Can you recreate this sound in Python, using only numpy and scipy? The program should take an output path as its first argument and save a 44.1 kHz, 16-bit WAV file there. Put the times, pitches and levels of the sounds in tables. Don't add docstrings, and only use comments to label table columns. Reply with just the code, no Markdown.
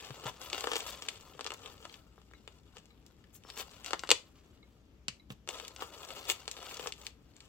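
import sys
import numpy as np
from scipy import signal
from scipy.io import wavfile
from scipy.ndimage import uniform_filter1d, map_coordinates

SR = 44100
rng = np.random.default_rng(int(sys.argv[2]) if len(sys.argv) > 2 else 0)


def store_wav(level_fs):
    pcm = np.round(np.clip(np.atleast_2d(level_fs), -1, 1) * 32767)
    wavfile.write(sys.argv[1], SR, pcm.T.astype(np.int16))


N = 329868

# mode_hz, level_db, t60_s
BEAD_MODES = [(1836, -5.5, 0.0012), (2992, -11, 0.005), (3539, -4, 0.0031), (4537, 0.5, 0.0018),
              (5860, 1.5, 0.0013), (7190, -1, 0.002), (12000, -19, 0.0012)]
# mode_hz, level_db, t60_s
TABLE_MODES = [(346, -10, 0.0097), (533, -12.5, 0.017), (686.4, -0.5, 0.0034), (1028.4, -5.5, 0.0063),
               (1242, -16, 0.014)]


def from_db(db):
    return 10 ** (np.asarray(db) / 20)


def rms_one(x):
    return x / np.sqrt(np.mean(x ** 2) + 1e-20)


def in_time(rows):
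    time_s, *columns = np.transpose(rows)
    return [np.interp(np.arange(N) / SR, time_s, column) for column in columns]


def at_hz(points, hz):
    point_hz, values = np.transpose(points)
    return np.interp(np.log(hz), np.log(point_hz), values)


def butter(x, hz, kind, order):
    return signal.sosfilt(signal.butter(order, hz, kind, fs=SR, output="sos"), x)


def drift(rate_hz):
    step = 40
    pole = np.exp(-2 * np.pi * rate_hz * step / SR)
    noise = rng.standard_normal(N // step + 2002)
    slow = signal.lfilter([1], [1, -2 * pole, pole * pole], noise)[2000:]
    return np.interp(np.arange(N) / step, np.arange(len(slow)), rms_one(slow))


def ring(clicks, hz, t60_s):
    radius = 10 ** (-3 / (t60_s * SR))
    angle = 2 * np.pi * hz / SR
    return signal.lfilter([0, np.sin(angle)], [1, -2 * radius * np.cos(angle), radius ** 2], clicks + 1e-18)


def strike(at, gains, modes, spread_db, dull_db=0):
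    out = np.zeros(N)
    chance = rng.standard_normal((N // 8 + 1, len(modes)))[at // 8]
    for (hz, level_db, t60_s), own in zip(modes, chance.T):
        blow_db = level_db + spread_db * own - dull_db * np.log2(hz / modes[1][0])
        clicks = np.bincount(at, gains * from_db(blow_db), N)
        rung = ring(clicks, hz, t60_s)
        out -= butter(rung, [0.3 * hz, min(1.65 * hz, 0.45 * SR)], "band", order=2)
    return butter(out, modes[0][0], "high", order=4)


def scatter(per_s, modes, size_db, crowd_db, dull_db=0):
    at = np.flatnonzero(rng.random(N) < per_s * from_db(crowd_db) / SR)
    sizes = from_db(size_db * np.minimum(rng.exponential(1, N), 4)) * rng.choice([-1, 1], N)
    dullness_db = dull_db + 0.59 * drift(3.8)[at]
    return rms_one(strike(at, sizes[at], modes, spread_db=4.0, dull_db=dullness_db))


def tugs():
    # middle_s, length_s, rustle_db, brightness_db
    tug_rows = [(0.273, 0.1, -48, -2.5), (0.452, 0.15, -52, 3.5), (0.776, 0.07, -53, 14.5),
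                (0.89, 0.096, -71, 27), (1.67, 0.066, -66.5, -19), (2.771, 0.1, -68.5, -5),
                (3.358, 0.069, -76, 29), (3.595, 0.087, -49.5, 7.5), (3.901, 0.16, -58, -5),
                (5.314, 0.047, -57.5, 6.5), (5.816, 0.085, -50.5, -1), (6.304, 0.064, -45, 12.5),
                (7.031, 0.2, -59.5, 3)]
    table_loss = 0.63
    t, out = np.arange(N) / SR, np.zeros((3, N))
    for middle_s, length_s, level_db, bright_db in tug_rows:
        on = np.abs(t - middle_s) < length_s / 2
        swell = np.cos(np.pi * (t[on] - middle_s) / length_s) ** 2
        levels_db = [[level_db], [level_db - table_loss * bright_db], [level_db + bright_db]]
        out[:, on] += from_db(levels_db) * swell
    return out


def drag():
    # time_s, rustle_db
    stir_curve = [(0.0, -55), (0.49, -65), (0.53, -49), (0.7, -48.5), (0.86, -52), (1.16, -63.5),
                  (1.93, -64), (2.04, -76.5), (3.42, -79), (3.5, -61), (4.07, -66.5), (4.3, -73.5),
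                  (5.46, -94), (5.49, -51.5), (5.72, -63.5), (6.2, -53), (6.42, -64.5), (6.74, -52),
                  (6.9, -54), (6.97, -83), (7.15, -82), (7.48, -69)]
    # mode_hz, level_db, t60_s
    chain_modes = [(7160, 4, 0.00055), (11300, -6, 0.0017), (14300, -3, 0.0007)]
    rumble_db, fizz_db, clink_db = -1.5, -5.5, -2.5
    beads, mat, links = from_db(in_time(stir_curve)) + tugs()
    tug = drift(23)
    rustle = scatter(800, BEAD_MODES, size_db=4.0, crowd_db=4.0 * tug, dull_db=5.5)
    rumble = scatter(900, TABLE_MODES, size_db=2.5, crowd_db=3.4 * tug, dull_db=-2.0)
    fizz = scatter(4000, chain_modes, size_db=4.0, crowd_db=3 * tug + 3 * drift(31))
    clinks = scatter(130, TABLE_MODES + BEAD_MODES, size_db=2.5, crowd_db=2 * tug, dull_db=0.6)
    on_beads = beads * (rustle + from_db(clink_db) * clinks)
    return on_beads + mat * from_db(rumble_db) * rumble + links * from_db(fizz_db) * fizz


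def air(level_db, patchy_db):
    # band_hz, density_db_per_hz
    air_spectrum = [(30, -11), (70, -6), (125, -9.5), (291, -13.5), (858, -31), (3000, -35), (7880, -43),
                    (9230, -48.5), (15200, -43), (16500, -74)]
    # band_hz, likeness_0_to_1
    likeness_curve = [(60, 0.97), (250, 0.84), (1650, .05)]
    out, edges_hz = 0, np.append(28 * 2 ** np.arange(0, 9.5, 0.5), 18000)
    white = rng.standard_normal((2, 2, N))
    for k, (low_hz, high_hz) in enumerate(zip(edges_hz, edges_hz[1:])):
        mid, side = butter(white[k % 2], [low_hz, high_hz], "band", order=2)
        hz = np.sqrt(low_hz * high_hz)
        alike = np.clip(at_hz(likeness_curve, hz), 0, 1)
        gain = from_db(at_hz(air_spectrum, hz) + patchy_db * drift(6.1))
        out = out + gain * (np.sqrt(1 + alike) * mid + np.sqrt(1 - alike) * side * [[1], [-1]])
    return from_db(level_db) * rms_one(out)


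def hum(hz, level_db):
    return from_db(level_db + 3.3 * drift(6.4)) * np.sin(2 * np.pi * hz * np.arange(N) / SR)


def taps():
    # start_s, clack_db, knock_db
    tap_rows = [(0.1066, -28, -31), (0.267, -24, -27.5), (0.5308, -18, -27.5), (0.5464, -22, -30.5),
                (0.58, -20.5, -31), (0.642, -17.5, -22.5), (0.672, -15, -18), (0.7169, -15, -20.5),
                (0.7344, -15.5, -24.5), (0.757, -15.5, -25.5), (0.7659, -16, -25.5), (1.023, -26, -38),
                (1.085, -25.5, -32.5), (1.3933, -27.5, -32), (1.4096, -21, -29), (1.4536, -35, -31.5),
                (1.4648, -20, -27.5), (1.4724, -27.5, -41), (1.4756, -34, -34), (1.5052, -23.5, -30.5),
                (1.5194, -24.5, -32), (1.528, -42, -34), (1.544, -35, -36), (1.66, -29.5, -41.5),
                (1.853, -27.5, -33), (2.067, -62, -50), (2.18, -56, -44), (2.217, -45, -52),
                (2.313, -44.5, -47), (2.336, -38, -41), (2.477, -31, -38.5), (2.769, -32, -39.5),
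                (3.45, -60, -37.5), (3.5751, -37, -33), (3.908, -20.5, -27.5), (3.933, -12, -15.5),
                (4.0362, -20.5, -23), (4.0915, -16, -23), (4.105, -6.5, -18.5), (4.1146, -1, -13),
                (4.1166, -5, -15), (5.083, -15.5, -31), (5.304, -27.5, -33.5), (5.476, -27.5, -33.5),
                (5.4897, -20.5, -33), (5.5997, -23, -30.5), (5.763, -33, -44), (5.8223, -22, -24.5),
                (6.1055, -25, -32), (6.2919, -23.5, -29), (6.4792, -19.5, -29), (6.5675, -30, -37),
                (6.7958, -23, -30.5), (6.86, -31, -27), (6.8724, -19.5, -29)]
    # start_s, clack_db, dullness_db_per_octave (small beads below zero)
    tick_rows = [(0.5005, -34.5, -3), (0.608, -33.5, -10.5), (0.7095, -32, 8), (0.775, -38, 12),
                 (0.8053, -25.5, -1), (0.867, -43, -10), (0.975, -44, -7), (1.087, -16, 2.5),
                 (1.1588, -39, 10), (1.21, -55, -15), (1.4448, -22, 7.5), (1.539, -58.5, -24),
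                 (1.942, -31.5, 11.5), (2.783, -37, 2), (2.857, -60, -14), (3.0645, -70.5, -24.5),
                 (3.2411, -38.5, 16), (3.352, -58, -9), (3.437, -40, 7), (3.5017, -23.5, 7.5),
                 (3.576, -49, -15), (3.846, -37.5, -9), (3.862, -30.5, -8), (3.994, -35.5, -8),
                 (4.074, -35.5, -2.5), (5.65, -29.5, 5), (5.681, -47, -15.5), (6.05, -38, -3),
                 (6.3, -12.5, 1.5), (6.31, -29, 1), (6.316, -21.5, 4), (6.514, -45.5, -18),
                 (6.745, -34.5, 0), (6.923, -26, 0.5), (7.067, -25.5, 1.5), (7.366, -48.5, -6),
                 (7.4054, -40, -0.5)]
    rebounds, rebound_s, rebound_loss_db = 3, 0.02, 13.5

    start_s, clack_db, knock_db = np.transpose(tap_rows)
    soft_db = np.clip(0.98 * (knock_db - clack_db + 14.0), 1.5, 12)
    tick_s, tick_db, tick_soft_db = np.transpose(tick_rows)
    start_s = np.append(start_s, tick_s)
    clack_db = np.append(clack_db, tick_db)
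    soft_db = np.append(soft_db, tick_soft_db)
    knock_db = np.append(knock_db, tick_db - np.inf)

    late, weak = rng.random((2, rebounds, len(start_s)))
    loss_db = np.vstack([0 * start_s, rebound_loss_db * (1 + weak)])
    all_s = np.vstack([start_s, start_s + rebound_s * late]).ravel()
    at = np.round(all_s * SR).astype(int) - 8
    clack_gain = from_db(clack_db - loss_db).ravel()
    knock_gain = from_db(knock_db - loss_db).ravel()
    clack = strike(at, clack_gain, BEAD_MODES, spread_db=2.6, dull_db=np.tile(soft_db, rebounds + 1))
    return clack + strike(at, knock_gain, TABLE_MODES, spread_db=2.5)


def thumps():
    # start_s, level_db, dullness_db_per_octave
    thump_rows = [(0.101, -43, 4), (0.253, -33.5, -6), (5.081, -34, -18), (5.302, -28, -23)]
    # mode_hz, level_db, t60_s
    boom_modes = [(129.6, 6.5, 0.061), (193, -9, 0.065)]
    start_s, boom_db, dull_db = np.transpose(thump_rows)
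    at = np.round(start_s * SR).astype(int)
    return strike(at, -from_db(boom_db), boom_modes, spread_db=1, dull_db=dull_db)


def tinks():
    # start_s, level_db
    tink_rows = [(2.348, -62), (2.906, -64), (4.628, -59), (5.197, -62)]
    # mode_hz, level_db, t60_s
    charm_modes = [(1240, -6, 0.05), (2160, -3, 0.065), (3950, 0, 0.065)]
    start_s, tink_db = np.transpose(tink_rows)
    return strike(np.round(start_s * SR).astype(int), from_db(tink_db), charm_modes, spread_db=2.0)


def squeak():
    # time_s, pitch_hz, level_db
    squeak_curve = [(3.43, 5340, -90), (3.45, 5370, -67), (3.57, 5570, -61), (3.59, 5620, -95)]
    pitch_hz, level_db = in_time(squeak_curve)
    gain = from_db(level_db + 3 * drift(90))
    return gain * np.sin(2 * np.pi * np.cumsum(pitch_hz + 50 * drift(120)) / SR)


def place(x):
    # time_s, left_lag_samples, left_minus_right_db
    place_curve = [(0, -4, 5), (3.95, -4, 7), (4.12, 0.24, 3.5), (5.3, 11, -2), (5.46, -4, 6)]
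    lag, pan_db = in_time(place_curve)
    lag = lag + 1.7 * drift(14)
    n = np.arange(N)
    return np.array([from_db(side * pan_db / 2) * map_coordinates(x, [n - side * lag / 2], order=3)
                     for side in (1, -1)])


def surroundings(x, near_db, near_t60_s, room_db, room_t60_s, wall_hz, apart, count=6):
    t, out = np.arange(SR // 2) / SR, 0
    spot = np.repeat(rng.integers(0, count, N // 1500 + 1), 1500)[:N]
    for k in range(count):
        shared, *own = rng.standard_normal((3, len(t)))
        near_decay = from_db(near_db) * 10 ** (-3 * t / near_t60_s) * (t > 0.0012)
        near = (shared + apart * np.array(own)) * near_decay
        room_decay = from_db(room_db) * 10 ** (-3 * t / room_t60_s) * (t > 0.006)
        room = rng.standard_normal((2, len(t))) * room_decay
        echo = butter(near + room, [250, wall_hz], "band", order=1)
        here = uniform_filter1d(1.0 * (spot == k), size=200) * x
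        out = out + signal.fftconvolve(here[None], echo, axes=1)[:, :N]
    return out


def scene():
    jewellery = drag() + taps() + thumps() + tinks() + squeak()
    echoes = surroundings(jewellery, near_db=-25.0, near_t60_s=0.036, room_db=-37.5, room_t60_s=0.22,
                          wall_hz=9300, apart=1.0)
    background = echoes + air(level_db=-63, patchy_db=1.5) + hum(hz=60, level_db=-66.5)
    return place(jewellery) + background * from_db([[2.2], [-2.2]])


def record(dry):
    overload, stop_hz = 0.84, 16700
    b, a = signal.iirnotch(9600, 2.5, SR)
    dipped = 0.44 * dry + 0.68 * signal.lfilter(b, a, dry)
    coloured = butter(dipped, 27, "high", order=2)
    rounded = np.clip(1.444 * np.tanh(coloured / 1.527), -overload, overload)
    top_cut = signal.cheby2(16, 75, stop_hz, fs=SR, output="sos")
    return signal.sosfilt(top_cut, rounded)


dry = scene()
out = record(dry)
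store_wav(out)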